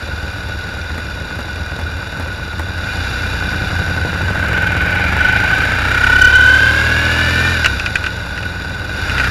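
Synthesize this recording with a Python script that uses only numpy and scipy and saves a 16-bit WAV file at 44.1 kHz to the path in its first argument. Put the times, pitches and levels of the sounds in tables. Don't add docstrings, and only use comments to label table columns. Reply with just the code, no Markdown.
import sys
import numpy as np
from scipy import signal
from scipy.fft import rfft, irfft
from scipy.io import wavfile
from scipy.ndimage import uniform_filter1d, map_coordinates

SR = 44100
rng = np.random.default_rng(int(sys.argv[2]) if len(sys.argv) > 2 else 0)


def materialize(psi):
    bounded = np.clip(np.atleast_2d(psi).T, -1, 1)
    quanta = np.round(bounded * 32767).astype(np.int16)
    wavfile.write(sys.argv[1], SR, quanta)


N = 410130

# time in seconds, level in dB.
BUFFET_LEVEL = [(0, -53), (4.2, -39), (9.3, -31)]
# frequency in Hz, relative density in dB per Hz.
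WIND_COLOUR = [(10, -27), (25, -16), (45, -2), (100, 10), (300, -33), (2000, -70)]

# time in seconds, level in dB.
THIRD_TWIN_LEVEL = [(0, -29.5), (2.6, -28), (4.3, -32.5), (5.1, -24), (6.2, -39), (9.3, -62)]

# time in seconds, crank speed in turns per second.
CRUISER_SPEED = [(0, 14.7), (3.1, 14.7), (3.5, 21.4), (4.0, 23.6), (4.75, 32.8), (5.3, 35.4), (6.2, 21),
                 (6.6, 20), (7.5, 27), (8.5, 35.3), (9.3, 37)]
# time in seconds, exhaust level in dB before the trims of beat and spit.
CRUISER_LEVEL = [(0, -34.5), (3.2, -35), (3.5, -26.5), (4.35, -24), (5.4, -29), (6.6, -37.5), (7.5, -37),
                 (8.05, -34), (9.3, -33.5)]
# resonance in Hz, width in Hz, gain in dB.
CRUISER_PIPE = [(87.6, 11.2, 7.5), (177.7, 53, 0), (205.7, 49, -3.5), (302, 38, -10.5), (533, 230, -16.5)]

# time in seconds, relative strength in dB.
CLACKS = [(7.644, 8), (7.6584, 10.5), (7.7958, 1), (7.86, 3.5), (7.9545, 7), (8.0395, -2), (8.0624, 2.5),
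          (8.3756, -5), (8.4275, -6), (9.095, 0), (9.18, 1), (9.197, 1.5), (9.2425, -2)]
# resonance in Hz, width in Hz, gain in dB.
MOUNT = [(1356, 230, -3), (1510, 136, 3.5), (1970, 180, -6), (2395, 180, 1.5), (2540, 370, -1.5),
         (2880, 150, -3.5), (3930, 1500, -19.5)]
# time in seconds, relative strength in dB.
CHUFFS = [(0.979, -24.5), (1.389, -23.5), (1.789, -24.5), (2.197, -23.5), (2.595, -22), (3.26, -27.5)]

# time in seconds, crank speed in turns per second.
CRANK_SPEED = [(0, 19.55), (2.7, 19.55), (2.9, 27.5), (3.05, 31), (3.8, 27.4), (4.3, 23), (4.7, 20.6),
               (5, 22.6), (6, 32.7), (6.4, 36.1), (7, 40), (7.52, 43.2), (7.8, 29), (8, 23), (8.3, 20.7),
               (8.87, 20.2), (9.05, 30), (9.2, 32.5), (9.3, 31)]
# time in seconds, load from 0 to 1.
LOAD = [(0, 0), (2.7, 0), (3.3, 0.16), (4.0, 0.23), (4.55, 1), (4.95, 0.8), (5.35, 0.97), (5.8, 0.78),
        (6.05, 1), (7.5, 0.77), (7.68, 0), (8.85, 0.06), (9.1, 0.32), (9.3, 0.94)]

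# time in seconds, level in dB before the trims of snarl and hiss.
CLUTCH_LEVEL = [(0, -70), (3.6, -58), (4.6, -24), (4.95, -20.5), (5.4, -19), (5.8, -23.5), (6.2, -26),
                (6.7, -36), (9.3, -62)]
# frequency in Hz, relative density in dB per Hz.
CLUTCH_RUB = [(500, -28), (850, 14), (1150, -19), (1700, 13.5), (2000, -1), (2350, 11), (2650, -26),
              (3300, -4), (8000, -57), (11500, -28), (15000, -53)]

# resonance in Hz, width in Hz, gain in dB.
COVERS = [(2441, 61, 3.5), (3527, 106, 0.5), (3864, 115, 2), (4270, 335, -8.5), (4723, 220, -3),
          (5515, 146, -8.5), (5787, 91, -9), (6984, 117, -9.5), (9020, 310, -27), (11220, 880, -19.5)]
# resonance in Hz, width in Hz, gain in dB.
CYLINDER_HEAD = [(650, 410, 3), (2420, 1800, -17), (11400, 910, -19.5), (14500, 400, -27)]
# frequency in Hz, relative density in dB per Hz.
CHAIN_HISS = [(1000, 17), (2500, -27), (4000, 0), (6000, -4), (8000, 0), (11000, -14), (13000, -27),
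              (16000, -46)]

# resonance in Hz, width in Hz, gain in dB.
SILENCER = [(68.8, 16.5, 2), (112, 13.2, -10.5), (277, 38, -20), (516, 77, -27)]
# resonance in Hz, width in Hz, gain in dB.
TAILPIPE = [(116.6, 42, -6.5)]
# frequency in Hz, relative density in dB per Hz.
RASP = [(120, -20), (250, 5.5), (370, -4), (470, 2.5), (600, 3), (720, -1.5), (860, 3.5), (1100, -2.5),
        (1400, 0.5), (2000, -3.5), (4000, -32.5), (16000, -31)]
# multiple of the crank rate, relative level in dB.
BLOCK_ORDERS = [(4, -4), (5, -1.5), (6, -1), (7, 0.5), (8, 1.5), (9, -10.5), (10, -3), (11, -5), (15, -6.5)]

# multiple of the tooth rate, relative level in dB.
MESH = [(3, 4.5), (4, 0), (5, -3), (6, -9)]
# resonance in Hz, width in Hz, gain in dB.
HOUSING_LOOSE = [(1467, 41.3, 2.5), (1647, 134, -12.5)]
# resonance in Hz, width in Hz, gain in dB.
HOUSING_LOADED = [(1503.7, 52, 0)]
# resonance in Hz, width in Hz, gain in dB.
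GEAR_CASE = [(1888, 60, -2.5), (2130, 67, -3), (2388, 31, 1), (2710, 76, -1), (2897, 70, -2.5)]
# resonance in Hz, width in Hz, gain in dB.
FRAME = [(540, 110, -3.5), (757, 23, 6), (1040, 110, 6)]

# gain in dB at idle, dB per octave of crank speed, dB added at full load.
CLATTER = (-35.5, 8.6, 0.33)
KNOCK = (-47, -2, 14.7)
CHAIN = (-45, 5.6, 1.4)
THUD = (-28, 4.9, 4.15)
GAS = (-33.5, 2.8, 4.6)
SHAKE = (-37, 0, 1.6)
BOOM = (-32.5, 5.5, -9)
HUM = (-40.5, 8, 1)
WHINE = (-17.5, 1.28, 15.26)
RATTLE = (-30, 6.7, 5.5)
CASE = (-39.5, 9.1, 6.2)
DRONE = (-42.5, 7.3, 5.8)

IDLE_TURNS_PER_S = 19.55
START_TURN = .53
THROB_DB = 0.5
LOAD_PUNCH = 0.93
HOUSING_BEND = 0.43
TOOTH_JITTER_TURNS = .0014
VALVE_SCATTER_DB, THIRD_TWIN_SCATTER_DB, CRUISER_SCATTER_DB = 4, 4, 1.5
SPIT_DECAY_S = .003
KNOCK_DECAY_S, KNOCK_STEADY = .005, .35
CUTOFF_HZ = 15750


def from_db(db):
    return 10 ** (np.asarray(db) / 20)


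def rms_one(x):
    return x / np.sqrt(np.mean(x ** 2) + 1e-20)


def evened(x):
    power = uniform_filter1d(uniform_filter1d(x * x, size=5000), size=5000)
    return x / np.sqrt(np.maximum(power, 1e-14))


def in_time(rows):
    s, *columns = np.transpose(rows)
    return [np.interp(np.arange(N) / SR, s, c) for c in columns]


def drift(rate):
    knots = rng.standard_normal(4000)
    coarse = np.arange(0, N + 20, 20)
    wander = map_coordinates(knots, [coarse / SR * rate], order=3, mode="wrap")
    return np.interp(np.arange(N), coarse, wander)


def noise(spectrum):
    hz, db = np.transpose(spectrum)
    bins = np.maximum(np.fft.rfftfreq(N, 1 / SR), 1)
    colour = from_db(np.interp(np.log(bins), np.log(hz), db))
    return rms_one(irfft(rfft(rng.standard_normal(N)) * colour, N))


def resonate(x, modes):
    out = np.zeros(N)
    for k, (hz, width, db) in enumerate(modes):
        r = np.exp(-np.pi * width / SR)
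        poles = [1, -2 * r * np.cos(2 * np.pi * hz / SR), r * r]
        ringing = signal.lfilter([1, 0, -1], poles, x + 1e-18)
        out += (-1) ** k * from_db(db) * (1 - r * r) / 2 * ringing
    return out


def cut(x, hz, kind, order=2):
    return signal.sosfilt(signal.butter(order, hz, kind, fs=SR, output="sos"), x + 1e-18)


def fade(clicks, decay_s):
    return signal.lfilter([1], [1, -np.exp(-1 / (decay_s * SR))], clicks + 1e-18)


def strikes(events):
    out = np.zeros(N)
    for s, db in events:
        out[int(s * SR)] += from_db(db)
    return out


def firings(turns, second_at, second_db, scatter_db):
    out = np.zeros(N)
    spread = np.broadcast_to(scatter_db, N)
    for offset, db in ((0, 0), (second_at, second_db)):
        at = np.flatnonzero(np.diff(np.floor((turns - offset) / 2)) > 0)
        chance = rng.standard_normal(400)[:len(at)]
        out[at] += from_db(db + spread[at] * chance)
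    return out


def gated(clicks, decay_s, steady):
    return evened(evened(fade(clicks, decay_s)) + steady)


def scatter(x, delays_s, bounce):
    z = -2j * np.pi * np.fft.rfftfreq(2 * N, 1 / SR)
    spectrum = rfft(x, 2 * N)
    bounce = np.clip(bounce, 0, .75)
    for delay in delays_s:
        late = np.exp(z * delay)
        spectrum = spectrum * (late - bounce) / (1 - bounce * late)
    return irfft(spectrum)[:N]


def gain_at(growth, speed, load):
    idle_db, octave_db, load_db = growth
    return from_db(idle_db + octave_db * np.log2(speed / IDLE_TURNS_PER_S) + load_db * load)


def tooth_angle(turns, speed):
    teeth = 14
    slow = np.minimum(35 / speed, 1.08) ** 5
    surge = 0.0073 * slow * np.sin(2 * np.pi * turns) * (1 + 0.08 * drift(25))
    return 2 * np.pi * teeth * (turns + surge + TOOTH_JITTER_TURNS * drift(70))


def wind():
    buffet_db, = in_time(BUFFET_LEVEL)
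    return from_db(buffet_db) * noise(WIND_COLOUR)


def third_twin():
    level_db, = in_time(THIRD_TWIN_LEVEL)
    turns = np.cumsum(17.5 * (1 + 0.0212 * drift(6.4))) / SR
    fired = firings(turns, second_at=0.76, second_db=-9.0, scatter_db=THIRD_TWIN_SCATTER_DB)
    pulses = cut(resonate(fired, [(48.8, 27, -12), (81, 16.4, 5)]), 130, "low")
    return from_db(level_db) * evened(pulses)


def cruiser():
    speed, = in_time(CRUISER_SPEED)
    level_db, = in_time(CRUISER_LEVEL)
    turns = np.cumsum(speed * (1 + 0.00413 * drift(8))) / SR + .7
    fired = firings(turns, second_at=.56, second_db=-3, scatter_db=CRUISER_SCATTER_DB)
    pulses = cut(cut(resonate(fired, CRUISER_PIPE), 40, "high"), 1320, "low")
    beat = evened(scatter(pulses, delays_s=[.0043, .0117], bounce=0.66))
    spit = noise(RASP) * gated(fired, decay_s=SPIT_DECAY_S, steady=0.11)
    spit = cut(spit, 2550, "low", order=3)
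    return from_db(level_db + 3.0) * beat + from_db(level_db - 6) * spit


def clacks():
    hits = strikes(CLACKS)
    chatter = resonate(rng.standard_normal(N) * fade(hits, decay_s=0.0071), MOUNT)
    chatter = cut(chatter, 6000, "low")
    crack = cut(rng.standard_normal(N) * fade(hits, decay_s=.002), 3300, "low")
    return from_db(3.0) * chatter + from_db(-15) * crack


def chuffs():
    hits = strikes(CHUFFS)
    thump = resonate(hits, [(81, 6.4, 62), (254, 20, 52.0), (550, 90, 38.7)])
    puff = noise(RASP) * fade(hits, decay_s=0.015)
    tick = cut(rng.standard_normal(N), 4000, "high") * fade(hits, decay_s=0.0083)
    return thump + from_db(2) * puff + from_db(-15) * tick


def clutch(turns, speed, fired):
    level_db, = in_time(CLUTCH_LEVEL)
    angle = tooth_angle(turns, speed)
    teeth = sum(np.sin(k * angle + 2 * np.pi * rng.random()) for k in range(5, 12))
    teeth = cut(teeth, 3530, "low", order=6)
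    snarl = evened(resonate(teeth, [(2130, 200, -2), (2410, 53, 5.5), (2790, 270, -7.5)]))
    snarl = snarl * from_db(2.6 * drift(90))
    hiss = noise(CLUTCH_RUB) * gated(fired, decay_s=.008, steady=6.1)
    return from_db(level_db - 5) * snarl + from_db(level_db - 5.5) * hiss


def valves_and_chain(turns, speed, load, fired):
    valves = firings(turns + 0.36, second_at=0.79, second_db=0, scatter_db=VALVE_SCATTER_DB)
    ticks = rng.standard_normal(N) * gated(valves + fired, decay_s=0.002, steady=5.9)
    ticks = ticks * from_db(0.85 * drift(160))
    covers = evened(cut(resonate(ticks, COVERS), 14800, "low", order=4))
    blows = rng.standard_normal(N) * gated(fired, KNOCK_DECAY_S, KNOCK_STEADY)
    knock = evened(resonate(blows, CYLINDER_HEAD))
    hiss = noise(CHAIN_HISS) * gated(fired, decay_s=0.0026, steady=0.96)
    parts = [(CLATTER, covers), (KNOCK, knock), (CHAIN, hiss)]
    return sum(gain_at(growth, speed, load) * sound for growth, sound in parts)


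def block_hum(turns):
    hum = sum(from_db(db) * np.sin(2 * np.pi * (round(k) * turns + rng.random())) for k, db in BLOCK_ORDERS)
    return rms_one(hum) * from_db(1.0 * drift(13))


def exhaust(turns, speed, load, fired):
    flow = (speed / 40) ** 2
    pulses = resonate(fired, SILENCER) - resonate(fired * flow, TAILPIPE)
    pulses = cut(cut(pulses, 44.4, "high", order=3), 580, "low")
    thud = evened(scatter(pulses, delays_s=[.0031, .0073], bounce=0.63))
    rasp = noise(RASP) * gated(fired, decay_s=0.013, steady=8.9 * (1 - LOAD_PUNCH * load))
    shake = resonate(np.sin(2 * np.pi * turns), [(31.2, 18, 3)])
    boom = -resonate(np.sin(4 * np.pi * turns), [(65.2, 28, 1.4)])
    parts = [(THUD, thud), (GAS, rasp), (SHAKE, shake), (BOOM, boom), (HUM, block_hum(turns))]
    return sum(gain_at(growth, speed, load) * sound for growth, sound in parts)


def gear_whine(angle, turns):
    whine = sum(from_db(db) * np.sin(round(k) * angle) for k, db in MESH)
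    return evened(whine * from_db(THROB_DB * np.cos(2 * np.pi * turns) + 1.95 * drift(70)))


def gears(turns, speed, load, fired):
    angle = tooth_angle(turns, speed)
    whine = gain_at(WHINE, speed, load) * gear_whine(angle, turns)
    rattle = rng.standard_normal(N) * gated(fired, decay_s=0.0061, steady=9.5 * (1 - LOAD_PUNCH * load))
    rattle = rattle * from_db(1.05 * drift(70))
    howl = cut(resonate(whine, HOUSING_LOADED), 1297, "high", order=8)
    howl = howl + HOUSING_BEND * cut(howl ** 2, 2300, "high")
    housing = resonate(rattle * (1 - load), HOUSING_LOOSE) + resonate(rattle * load, HOUSING_LOADED)
    ring = evened(cut(housing, 820, "high", order=3))
    case = evened(cut(resonate(rattle + from_db(-4) * whine, GEAR_CASE), 2100, "high"))
    drone = cut(resonate(np.sin(angle) + np.sin(2 * angle), FRAME), 1010, "low", order=8)
    drone = drone * from_db(2.5 * drift(40))
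    direct = from_db(-27) * cut(whine, 1440, "high", order=6)
    parts = [(RATTLE, ring), (CASE, case), (DRONE, drone)]
    return howl + direct + sum(gain_at(growth, speed, load) * sound for growth, sound in parts)


def own_machine():
    speed, = in_time(CRANK_SPEED)
    load = np.clip(in_time(LOAD)[0], 0, 1.2)
    lope = (IDLE_TURNS_PER_S / speed) ** 2
    turns = np.cumsum(speed) / SR + START_TURN + 0.02095 * lope * drift(8)
    fired = firings(turns, second_at=0.99, second_db=0.9, scatter_db=0.91 * lope)
    engine = sum(part(turns, speed, load, fired) for part in (valves_and_chain, exhaust, gears))
    return engine + clutch(turns, speed, fired) + chuffs()


def scene():
    others = third_twin() + cruiser()
    return (wind() + others + clacks() + own_machine())[None]


def record(dry):
    lopsided, knee = .4, .35
    heard = cut(dry, 13500, "low", order=4)
    bent = cut(heard + lopsided * (np.hypot(heard, knee) - knee), 11, "high")
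    clipped = bent / (1 + np.abs(bent / 1.23) ** 10) ** (1 / 10)
    return signal.sosfilt(signal.ellip(12, .1, 100, CUTOFF_HZ, fs=SR, output="sos"), clipped)


dry = scene()
out = record(dry)
materialize(out)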